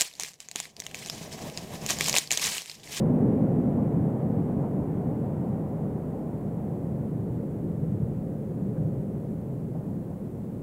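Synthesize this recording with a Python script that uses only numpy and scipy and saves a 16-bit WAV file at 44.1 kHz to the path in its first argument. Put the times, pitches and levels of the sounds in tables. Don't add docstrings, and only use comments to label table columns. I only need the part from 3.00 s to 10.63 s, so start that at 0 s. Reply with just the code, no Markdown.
import sys
import numpy as np
from scipy import signal
from scipy.fft import rfft, irfft, next_fast_len
from scipy.io import wavfile
from scipy.ndimage import uniform_filter1d, map_coordinates

SR = 44100
rng = np.random.default_rng(int(sys.argv[2]) if len(sys.argv) > 2 else 0)


def unload_wav(signal):
    wavfile.write(
        sys.argv[1],
        SR,
        np.round(np.clip(np.atleast_2d(signal).T, -1, 1) * 32767).astype(np.int16),
    )


def natural_amplitude(level_db):
    exponent = np.asarray(level_db, float) / 20
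    return 10 ** exponent


N = 336302

# frequency in Hz, level in dB.
VENTILATION_SPECTRUM = [(12, -45.5), (20, -18), (38, -17), (102, 2.5), (168, -12), (221, 0.5), (259, -6),
                        (446, -11), (964, -31.5), (1160, -32), (4500, -51), (5850, -90.5), (9900, -120)]
# frequency in Hz, level in dB.
GROUND_SPECTRUM = [(8.8, -51), (15, -21), (48, -6), (75, -6.5), (98, -24), (160, -120)]
# frequency in Hz, level in dB.
HISS_SPECTRUM = [(2000, -23), (3500, -13.5), (4600, -4.5), (5500, -4), (6500, -2), (7700, 1), (11000, 0.5),
                 (15000, 1)]
# frequency in Hz, level in dB.
WHINE_TONES = [(14002, -90.5)]
# frequency in Hz, width in Hz, level in dB.
FLOOR_MODES = [(86.2, 18, -6), (99, 16, -10.5), (116, 17, 2)]
# frequency in Hz, width in Hz, level in dB.
BOGIE_MODES = [(137.1, 14, -1), (159, 17.6, 0.5), (176.6, 20, -4.5), (200, 20.5, -2.5)]
# frequency in Hz, width in Hz, level in dB.
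RAIL_MODES = [(217.8, 15, -0.5), (241.2, 24, -1.5), (275.5, 24, -4), (296, 20, -3.5)]
# frequency in Hz, width in Hz, level in dB.
WHEEL_MODES = [(350.6, 78, 1), (423.4, 89, -0.5), (520.4, 117, -3), (579, 33, -10.5)]
# modes (frequency in Hz, width in Hz, level in dB),
# level in dB, fall in dB per s.
NEAR_RAIL = ([(246.2, 10, 0)], -32.5, 6)
# frequency in Hz, level in dB.
ROAR_SPECTRUM = [(360, -27.5), (620, -0.5), (735, -1.5), (852, -5.5), (911, -9), (1030, -10.5),
                 (1220, -20.5), (1500, -26.5), (1950, -53), (3300, -120)]
# frequency in Hz, level in dB.
RUSH_SPECTRUM = [(760, -31), (1300, -2), (1710, -4), (1880, -3.5), (3600, -24), (4680, -56), (7920, -120)]
# centre in seconds, half length in seconds, swell in dB, centre in Hz.
POINTS_SWELLS = [(0.264, 0.054, 5.5, 252), (0.3, 0.17, 2, 400), (0.53, 0.11, 5.5, 210),
                 (1.007, .05, 6, 189), (1.1, .05, 5, 60), (1.374, 0.069, 3.5, 183.6),
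                 (1.617, 0.073, 1.5, 160), (2.34, 0.13, 1, 160), (3.194, .08, -5.5, 150),
                 (3.99, 0.12, 3, 140), (4.24, 0.14, 10, 106), (4.47, 0.088, 2, 270),
                 (4.702, 0.052, 4.5, 140), (4.98, 0.21, 11.5, 120), (5.2, .06, 11, 55.56),
                 (5.4, 1.8, 2.5, 390), (5.65, .08, 12, 80), (5.63, .06, 4, 170), (5.856, 0.18, 6, 139),
                 (5.947, 0.2, 4, 420), (6.4, 0.41, 3.5, 210), (6.8, .2, 4, 110), (6.85, .2, 2, 140)]
# centre in seconds, half length in seconds, swell in dB.
SHOE_BRUSHES = [
    (0.79, 0.017, 4),
    (1.64, 0.022, 6),
    (6.755, .012, 9),
    (6.83, 0.07, 5.5),
    (7.123, 0.063, 4.5),
]
# start in seconds, peak in dB, pitch in Hz.
JOINT_THUDS = [(0.411, -23, 229), (0.457, -6.5, 230), (0.545, -14.5, 147), (0.606, -13.5, 170),
               (0.781, -8.5, 229), (0.979, -20, 152), (1.036, -7, 182), (4.309, -14, 125),
               (4.828, -11, 141), (4.959, -35, 116), (5.032, -11, 118), (5.8, -10, 159),
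               (5.851, -11.5, 168), (5.99, -12, 147)]
# frequency in Hz, time to decay 60 dB in seconds.
TUNNEL_DECAY = [(80, 1), (300, 0.54), (1000, 0.41)]
# (frequency in Hz, width in Hz, level in dB).
FLANGE_SCRAPE = (5.775, .012, -61, [(1350, 300, 0), (1700, 300, 0)])

START_M, SPEED_M_S = 42, 23.4
REACH_OCT = 0.48
PILLARS_S, PILLARS_HALF_S, PILLARS_DB = 3.74, 0.68, 5.5
HISS_TOP_HZ = 15745


def unit(x):
    return x / np.sqrt(np.mean(x ** 2) + 1e-20)


def along(points, hz):
    f, v = np.transpose(points)
    return np.interp(np.log(hz + 1), np.log(f + 1), v)


def wobble(rate):
    knots = rng.standard_normal(int(N * rate / SR) + 4)
    return map_coordinates(knots, [np.arange(N) * rate / SR])


def bump(s, half):
    return np.exp(-((np.arange(N) / SR - s) / half) ** 2)


def noise(response):
    m = next_fast_len(N + SR)
    white = rfft(rng.standard_normal(m))
    return unit(irfft(white * response(np.fft.rfftfreq(m, 1 / SR)), m)[:N])


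def coloured(spectrum):
    return noise(lambda hz: natural_amplitude(along(spectrum, hz)))


def resonant(modes, steep):
    def response(f):
        power = 0
        for centre, width, db in modes:
            damping = (f * width) ** 2
            resonance = damping / ((centre * centre - f * f) ** 2 + damping)
            power = power + natural_amplitude(2 * db) * resonance ** steep
        return np.sqrt(power) / (1 + (f / 1900) ** 4)

    x = noise(response)
    swell = uniform_filter1d(x ** 2, size=SR // 12)
    swell = np.abs(uniform_filter1d(swell, size=SR // 12))
    return unit(x / (swell + 0.04) ** 0.35)


def heard(start_db, spread, air_db_per_m, hz):
    metres = SPEED_M_S * np.arange(N) / SR
    swells = 0
    for s, half, db, centre in POINTS_SWELLS:
        coupling = np.exp(-(np.log2(centre / hz) / REACH_OCT) ** 2)
        swells = swells + db * coupling * bump(s, half)
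    spreading = spread * 20 * np.log10(1 + metres / START_M)
    return start_db - spreading - air_db_per_m * metres + swells


def station():
    hum = natural_amplitude(-42.5) * coloured(VENTILATION_SPECTRUM)
    rumble_db = heard(-48.5, 0.5, 0.005, 50) + 0.8 * wobble(2.6)
    return hum + natural_amplitude(rumble_db) * coloured(GROUND_SPECTRUM)


def microphone_hiss():
    return natural_amplitude(-69.5) * noise(lambda hz: natural_amplitude(along(HISS_SPECTRUM, hz)) * (hz < HISS_TOP_HZ))


def electronic_whine():
    drift = 0.004 * np.cumsum(rng.standard_normal(N))
    t = np.arange(N) / SR
    return sum(natural_amplitude(db - 1) * np.sin(2 * np.pi * hz * t + drift) for hz, db in WHINE_TONES)


def rolling():
    floor_db = heard(-33.5, 0.72, 0.0026, 140) + 0.26 * wobble(8.2)
    floors = natural_amplitude(floor_db) * resonant(FLOOR_MODES, steep=1.67)
    bogie_db = heard(-26, 0.73, 0.0041, 165) + 0.33 * wobble(9.9)
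    bogies = natural_amplitude(bogie_db) * resonant(BOGIE_MODES, steep=1.57)
    rail_db = heard(-28.5, 1.04, 0.0018, 250) + 1.6 * wobble(11)
    rails = natural_amplitude(rail_db) * resonant(RAIL_MODES, steep=1.7)
    wheel_db = heard(-31.5, 0.99, 0.001, 340) + 0.54 * wobble(12)
    wheels = natural_amplitude(wheel_db) * resonant(WHEEL_MODES, steep=1.89)
    return floors + bogies + rails + wheels


def near_rail():
    modes, db, fall_db = NEAR_RAIL
    return natural_amplitude(db - fall_db * np.arange(N) / SR) * resonant(modes, steep=2.84)


def roar():
    t = np.arange(N) / SR
    screening_db = PILLARS_DB * (1 + np.tanh((t - PILLARS_S) / PILLARS_HALF_S)) / 2
    brush_db = sum(db * bump(s, half) for s, half, db in SHOE_BRUSHES)
    level_db = heard(-42.5, 0.11, 0.045, 800) - screening_db + brush_db
    return natural_amplitude(level_db + 0.23 * wobble(6.8)) * coloured(ROAR_SPECTRUM)


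def rush():
    level_db = heard(-60.5, 0.27, 0.06, 1700) + 0.4 * wobble(3.5)
    return natural_amplitude(level_db) * coloured(RUSH_SPECTRUM)


def joints():
    thuds = np.zeros(N + SR)
    t = np.arange(SR // 4) / SR
    envelope = natural_amplitude(-60 * t / 0.039) * (1 - np.exp(-t / 0.0072))
    for s, db, hz in JOINT_THUDS:
        thuds[round(s * SR):][:len(t)] += natural_amplitude(db + 0.5) * envelope * np.sin(2 * np.pi * hz * t)
    thuds = thuds[:N + SR]
    hz, frame_s, z = signal.stft(rng.standard_normal(SR), SR, nperseg=1024)
    decay = natural_amplitude(-60 * frame_s / along(TUNNEL_DECAY, hz)[:, None])
    tail = signal.istft(z * decay, SR, nperseg=1024)[1]
    tail = tail / np.linalg.norm(tail)
    return thuds[:N] + natural_amplitude(-4.5) * signal.fftconvolve(thuds, tail)[:N]


def flange_scrape():
    s, half, db, modes = FLANGE_SCRAPE
    return natural_amplitude(db) * bump(s, half) * resonant(modes, steep=1.6)


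def scene():
    train = rolling() + near_rail() + roar() + rush() + joints() + flange_scrape()
    return (station() + train)[None]


def band_limit(x):
    return signal.sosfilt(signal.butter(12, 17080, fs=SR, output="sos"), x)


def record(dry):
    offset = -0.0006
    mix = dry + microphone_hiss() + electronic_whine() + offset
    return band_limit(mix)


dry = scene()
out = record(dry)
unload_wav(out)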